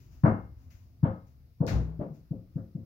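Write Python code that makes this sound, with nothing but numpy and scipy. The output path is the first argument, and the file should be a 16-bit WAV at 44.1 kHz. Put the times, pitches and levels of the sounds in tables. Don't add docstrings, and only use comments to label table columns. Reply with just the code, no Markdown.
import sys
import numpy as np
from scipy import signal
from scipy.fft import rfft, irfft, next_fast_len
from scipy.io import wavfile
from scipy.ndimage import uniform_filter1d

SR = 44100
rng = np.random.default_rng(int(sys.argv[2]) if len(sys.argv) > 2 else 0)


def generate_wav(signal):
    frames = np.transpose(np.atleast_2d(signal))
    scaled = np.clip(frames, -1, 1) * 32767
    pcm = np.round(scaled).astype(np.int16)
    wavfile.write(sys.argv[1], SR, pcm)


def ratio(d):
    e = np.asarray(d, float) / 20
    return 10 ** e


N = 125685

# (time [s], thump peak [dB], thump pitch [Hz], ring re thump [dB], contact corner [Hz])
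KNOCKS = [
    (0.2351, -8, 143, -13, 2060),
    (1.0292, -11, 143.7, -19.5, 1534),
    (1.6036, -14.5, 151, -14, 897),
    (2.3076, -22.5, 151.2, -17, 587),
    (2.5559, -22.5, 150, -18, 602),
    (2.7482, -26, 159, -16.5, 483),
]
# (frequency [Hz], level per Hz [dB])
RING = [(50, -15.5), (100, -2), (170, -7.5), (280, -1), (409, -14), (560, -9.5), (1500, -16.5), (4000, -45)]
# (frequency [Hz], t60 [s])
RING_T60 = [(60, 0.56), (120, 0.36), (500, 0.33), (2000, 0.34), (8000, 0.28)]
# (frequency [Hz], level re thump [dB], t60 [s], start
# delay [s])
KNOCK_MODES = [(109.95, -17.5, 0.24, 0.027), (177.5, -26.5, 0.38, 0.038), (260.7, -16, .09, .015),
               (526.4, -24, 0.27, .028), (549.2, -27, 0.34, 0.013), (800, -34, .3, 0.012),
               (1260, -39, .3, 0.059), (2127, -41.5, 0.54, 0.034), (2790, -49, .55, 0.032)]
# (frequency [Hz], level per Hz [dB])
CRACK = [(410, -21), (700, 4.5), (957, -17), (1400, -3.5), (3300, -18), (3970, -15), (6510, -17.5),
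         (8450, -37), (15800, -28.5)]
# (frequency [Hz], level per Hz [dB])
BOOM = [(47, -30.5), (80, -7.5), (115, 2.5), (170, -3.5), (275, -11), (453, -17.5), (800, -24), (1200, -30)]
# (frequency [Hz], level [dB], time [s], rise [s], t60 [s])
FLOOR_MODES = [(61.3, -21, 1.715, 0.043, 0.56), (121, -33, 1.69, 0.047, 0.61),
               (160.4, -33, 1.72, 0.083, 0.96), (149, -35.5, 2.1, 0.017, 0.17)]
# (time [s], peak [dB], contact [s])
BUMPS = [
    (1.995, -23, 0.0025),
    (2.013, -23, 0.0013),
]
# (frequency [Hz], level [dB], t60 [s], start delay [s])
CLAY_NOTES = [(592.6, -36, 0.17, 0.0035), (535, -41, 0.28, .03)]
# (frequency [Hz], level per Hz [dB])
BUMP_RING = [(50, -16), (140, -7.5), (203, -2), (311, -3.5), (430, -12), (560, -8.5), (750, -17.5),
             (1300, -30.5), (4000, -63)]
# (time [s], level [dB], centre [Hz], width [octaves])
SCUFFS = [
    (0.236, -71.5, 4620, 0.5),
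    (1.03, -51, 1320, 0.48),
    (1.036, -69, 2630, 0.51),
    (.695, -72, 1990, 0.615),
    (1.615, -39.5, 535, .12),
    (2.0, -68, 1210, 0.26),
    (2.558, -67.5, 1300, 0.39),
]
# (time [s], level [dB], rise [s], t60 [s])
RUSTLES = [(0.0, -71, 0.0033, 1), (0.101, -71.5, 0.028, 0.77), (0.539, -78.5, 0.081, 0.93),
           (0.699, -67.5, 0.01, 0.65), (1.26, -77.5, 0.016, .4), (2.119, -74.5, 0.039, 0.32),
           (2.498, -85.5, 0.068, .8)]
# (frequency [Hz], level per Hz [dB])
RUSTLE = [(530, -38), (900, -16.5), (1130, -20), (1310, -13), (2810, -9.5), (3530, -20), (6130, -6.5),
          (8370, -33), (15800, -11.5)]
# (time [s], level [dB])
RUMBLE_LEVEL = [(0, -55.5), (.18, -51), (.21, -56.5), (.3, -52), (.65, -52), (1.0, -58), (1.3, -55.5),
                (1.52, -58), (1.56, -65.5), (1.62, -50.5), (2.25, -55.5), (2.85, -58)]
# (frequency [Hz], level per Hz [dB])
RUMBLE = [(12, -42), (20, -13), (72, -3), (131, -9), (172, -24), (265, -20), (373, -35.5), (1500, -44),
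          (1950, -67), (3300, -120)]
# (frequency [Hz], level per Hz [dB])
HISS = [(880, -44), (1500, 6), (1640, -14), (2100, 6), (2960, -3), (5090, 3), (8660, -14), (11200, -1.5),
        (15800, 3.5)]
# (frequency [Hz], correlation [0-1])
LIKENESS = [(60, .999), (250, 0.87), (500, 0.86), (1000, 0.17), (2000, 0.12), (12000, 0.041)]
# (frequency [Hz], phase lag [radians])
PORT_LAG = [(0, -1), (150, 0.11), (600, 0.05), (860, 1.05), (1460, 3), (15500, 34.5)]
BANDS = 25 * 2 ** (np.arange(29) / 3)

THUMP_S, THUMP_LEAD_S, OVERTONE_DB = 0.02, 0.00024, -18
RING_RISE_S, BASS_RISE_S, OWN_SHARE, CONTACT_DB_OCT = 0.027, 0.05, 0.35, 30
DIRECT_DB, DIRECT_T60_S = -6.5, 0.05
CRACK_S, CRACK_DB, CRACK_RISE_S = 1.666, -40, 0.018
TICK_DB, TICK_T60_S = -38, 0.025
BOOM_S, BOOM_DB, BOOM_RISE_S, BOOM_T60_S = 1.68, -29.5, 0.06, 0.56
BUMP_DB, BUMP_RISE_S, BUMP_T60_S = -34, 0.027, 0.34
SCUFF_RISE_S, SCUFF_T60_S = 0.028, 0.3
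HISS_DB, FLICKER_DB = -78.5, 2.5
LEFT_DB, LEFT_BRIGHT_DB, FLOOR_LEFT_DB = 3.9, 7.5, 2.5
BASS_CUT_HZ, TOP_HZ = 37, 15750


def table(rows, hz):
    rows = np.array(rows, float)
    return np.interp(np.log(hz), np.log(rows[:, 0]), rows[:, 1])


def bands(size):
    f = np.arange(size // 2 + 1) * SR / size + 1
    a, b = rfft(rng.standard_normal((2, size)))
    likeness = np.clip(table(LIKENESS, f), -1, 1)
    pair = np.array([a, likeness * a + np.sqrt(1 - likeness ** 2) * b])
    octaves = np.log2(f / BANDS[:, None])
    share = np.cos(np.pi / 2 * np.clip(3 * octaves, -1, 1)) ** 2
    return irfft(share[:, None] * pair, size)


def unit_rms(gains):
    return gains / np.sqrt(np.sum(gains ** 2 * BANDS) * 0.35 / SR)


def weights(spectrum):
    rows = np.array(spectrum, float)
    below = np.maximum(np.log2(rows[0, 0] / BANDS), 0)
    above = np.maximum(np.log2(BANDS / rows[-1, 0]), 0)
    return unit_rms(ratio(table(rows, BANDS) - 24 * (below + above)))


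def swell(t, rise_s, t60):
    rise = np.sin(np.pi / 2 * np.clip(t / rise_s, 0, 1)) ** 2
    return rise * ratio(-60 * np.clip(t - rise_s, 0, None) / t60)


def sine(hz, t):
    return np.sin(2 * np.pi * hz * t)


def add(out, x, at_s):
    i = max(int(at_s * SR), 0)
    out[:, i:i + x.shape[-1]] += x[..., :N - i]


def walk(rate, count):
    k = int(SR / rate)
    steps = np.repeat(rng.standard_normal((count, N // k + 1)), k, axis=1)
    return 1.3 * uniform_filter1d(uniform_filter1d(steps, k), k)[:, :N]


def ring(noise, gains, rise_s, t60, fresh=1):
    keep = gains > 3e-4 * gains.max()
    size = noise.shape[-1]
    rise_s, t60 = (np.broadcast_to(v, BANDS.shape)[keep, None] for v in (rise_s, t60))
    part = noise[keep]
    moved = np.roll(part, rng.integers(size), axis=2)
    part = np.sqrt(1 - fresh) * part + np.sqrt(fresh) * moved
    envelopes = gains[keep, None] * swell(np.arange(size) / SR, rise_s, t60)
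    return np.einsum("bt,bct->ct", envelopes, part)


def knocks(out, t, noise):
    t60 = table(RING_T60, BANDS)
    rise_s = np.where(BANDS < 220, BASS_RISE_S, RING_RISE_S)
    for at, db, hz, ring_db, corner_hz in KNOCKS:
        def contact(f):
            return ratio(-CONTACT_DB_OCT * np.log2(1 + (f / corner_hz) ** 4) / 4)

        swing = sine(hz, t) + ratio(OVERTONE_DB) * np.cos(4 * np.pi * hz * t)
        thump = -np.sin(np.pi * np.clip(t / THUMP_S, 0, 1)) ** 1.2 * swing
        modes = sum(ratio(g) * contact(f) * swell(t - lag, lag, d) * sine(f, t) for f, g, d, lag in KNOCK_MODES)
        gains = weights(RING) * ratio(ring_db) * contact(BANDS)
        direct_gains = gains * ratio(DIRECT_DB) * (BANDS > 400)
        direct = ring(noise[..., :4096], direct_gains, 0.002, DIRECT_T60_S, fresh=0)
        add(out, ratio(db) * direct, at)
        tail = ring(noise, gains, rise_s, t60, fresh=OWN_SHARE)
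        add(out, ratio(db) * (thump + modes + tail), at - THUMP_LEAD_S)


def dish_drop(out, low, t, noise):
    tail = ring(noise, weights(CRACK) * ratio(CRACK_DB), CRACK_RISE_S, 1.22 * table(RING_T60, BANDS))
    add(out, tail, CRACK_S)
    tick_gains = weights(CRACK) * ratio(TICK_DB) * (BANDS > 3500)
    add(out, ring(noise[..., -4096:], tick_gains, 0.00035, TICK_T60_S, fresh=0), CRACK_S)
    add(low, ring(noise, weights(BOOM) * ratio(BOOM_DB), BOOM_RISE_S, BOOM_T60_S), BOOM_S)
    for hz, db, at, rise_s, t60 in FLOOR_MODES:
        mode = ratio(db) * swell(t, rise_s, t60) * sine(hz, t)
        add(low, mode * np.ones((2, 1)), at)


def bumps(out, t, noise):
    for at, db, contact_s in BUMPS:
        u = (t - 2 * contact_s) / contact_s * 2
        push = -ratio(db) * (1 - u) * np.exp(-u ** 2)
        add(out, push * np.ones((2, 1)), at - 2 * contact_s)
    note = sum(ratio(db) * swell(t - lag, 0.0089, t60) * sine(hz, t) for hz, db, t60, lag in CLAY_NOTES)
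    answer = ring(noise, weights(BUMP_RING) * ratio(BUMP_DB), BUMP_RISE_S, BUMP_T60_S)
    add(out, note + answer, BUMPS[0][0] - 0.004)


def scuffs(out, noise):
    for at, db, hz, octaves in SCUFFS:
        hump = np.exp(-(np.log2(BANDS / hz) / octaves) ** 2)
        add(out, ring(noise, unit_rms(hump) * ratio(db), SCUFF_RISE_S, SCUFF_T60_S), at)


def rustles(out, noise):
    for at, db, rise_s, t60 in RUSTLES:
        add(out, ring(noise, weights(RUSTLE) * ratio(db), rise_s, t60), at)


def background():
    level_db = np.interp(np.arange(N) / SR, *np.array(RUMBLE_LEVEL).T)
    moves = ratio(level_db + FLICKER_DB * walk(12, count=len(BANDS)))
    gains = weights(RUMBLE)[:, None] * moves + weights(HISS)[:, None] * ratio(HISS_DB)
    return np.einsum("bt,bct->ct", gains, bands(next_fast_len(N))[:, :, :N])


def lean(db):
    return ratio(np.array([[db], [-db]]) / 2)


def scene():
    t = np.arange(24576) / SR
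    dull, bright = np.zeros((2, 2, N))
    noise = bands(len(t))
    knocks(dull, t, noise)
    dish_drop(bright, dull, t, noise)
    bumps(dull, t, noise)
    scuffs(bright, noise)
    rustles(bright, noise)
    left, right = dull * lean(LEFT_DB) + bright * lean(LEFT_BRIGHT_DB) + background() * lean(FLOOR_LEFT_DB)
    size = next_fast_len(N + 4096)
    lag = np.interp(np.arange(size // 2 + 1) * SR / size, *np.array(PORT_LAG).T)
    late_right = irfft(rfft(right, size) * np.exp(-1j * lag), size)[:N]
    return np.array([left, late_right])


def low_pass(x):
    return signal.sosfilt(signal.butter(12, 15970, fs=SR, output="sos"), x)


def record(dry):
    bass_cut = signal.butter(2, BASS_CUT_HZ, "high", fs=SR, output="sos")
    top_cut = signal.ellip(8, 0.2, 70, TOP_HZ, fs=SR, output="sos")
    mix = signal.sosfilt(top_cut, signal.sosfilt(bass_cut, dry))
    return low_pass(mix)


dry = scene()
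out = record(dry)
generate_wav(out)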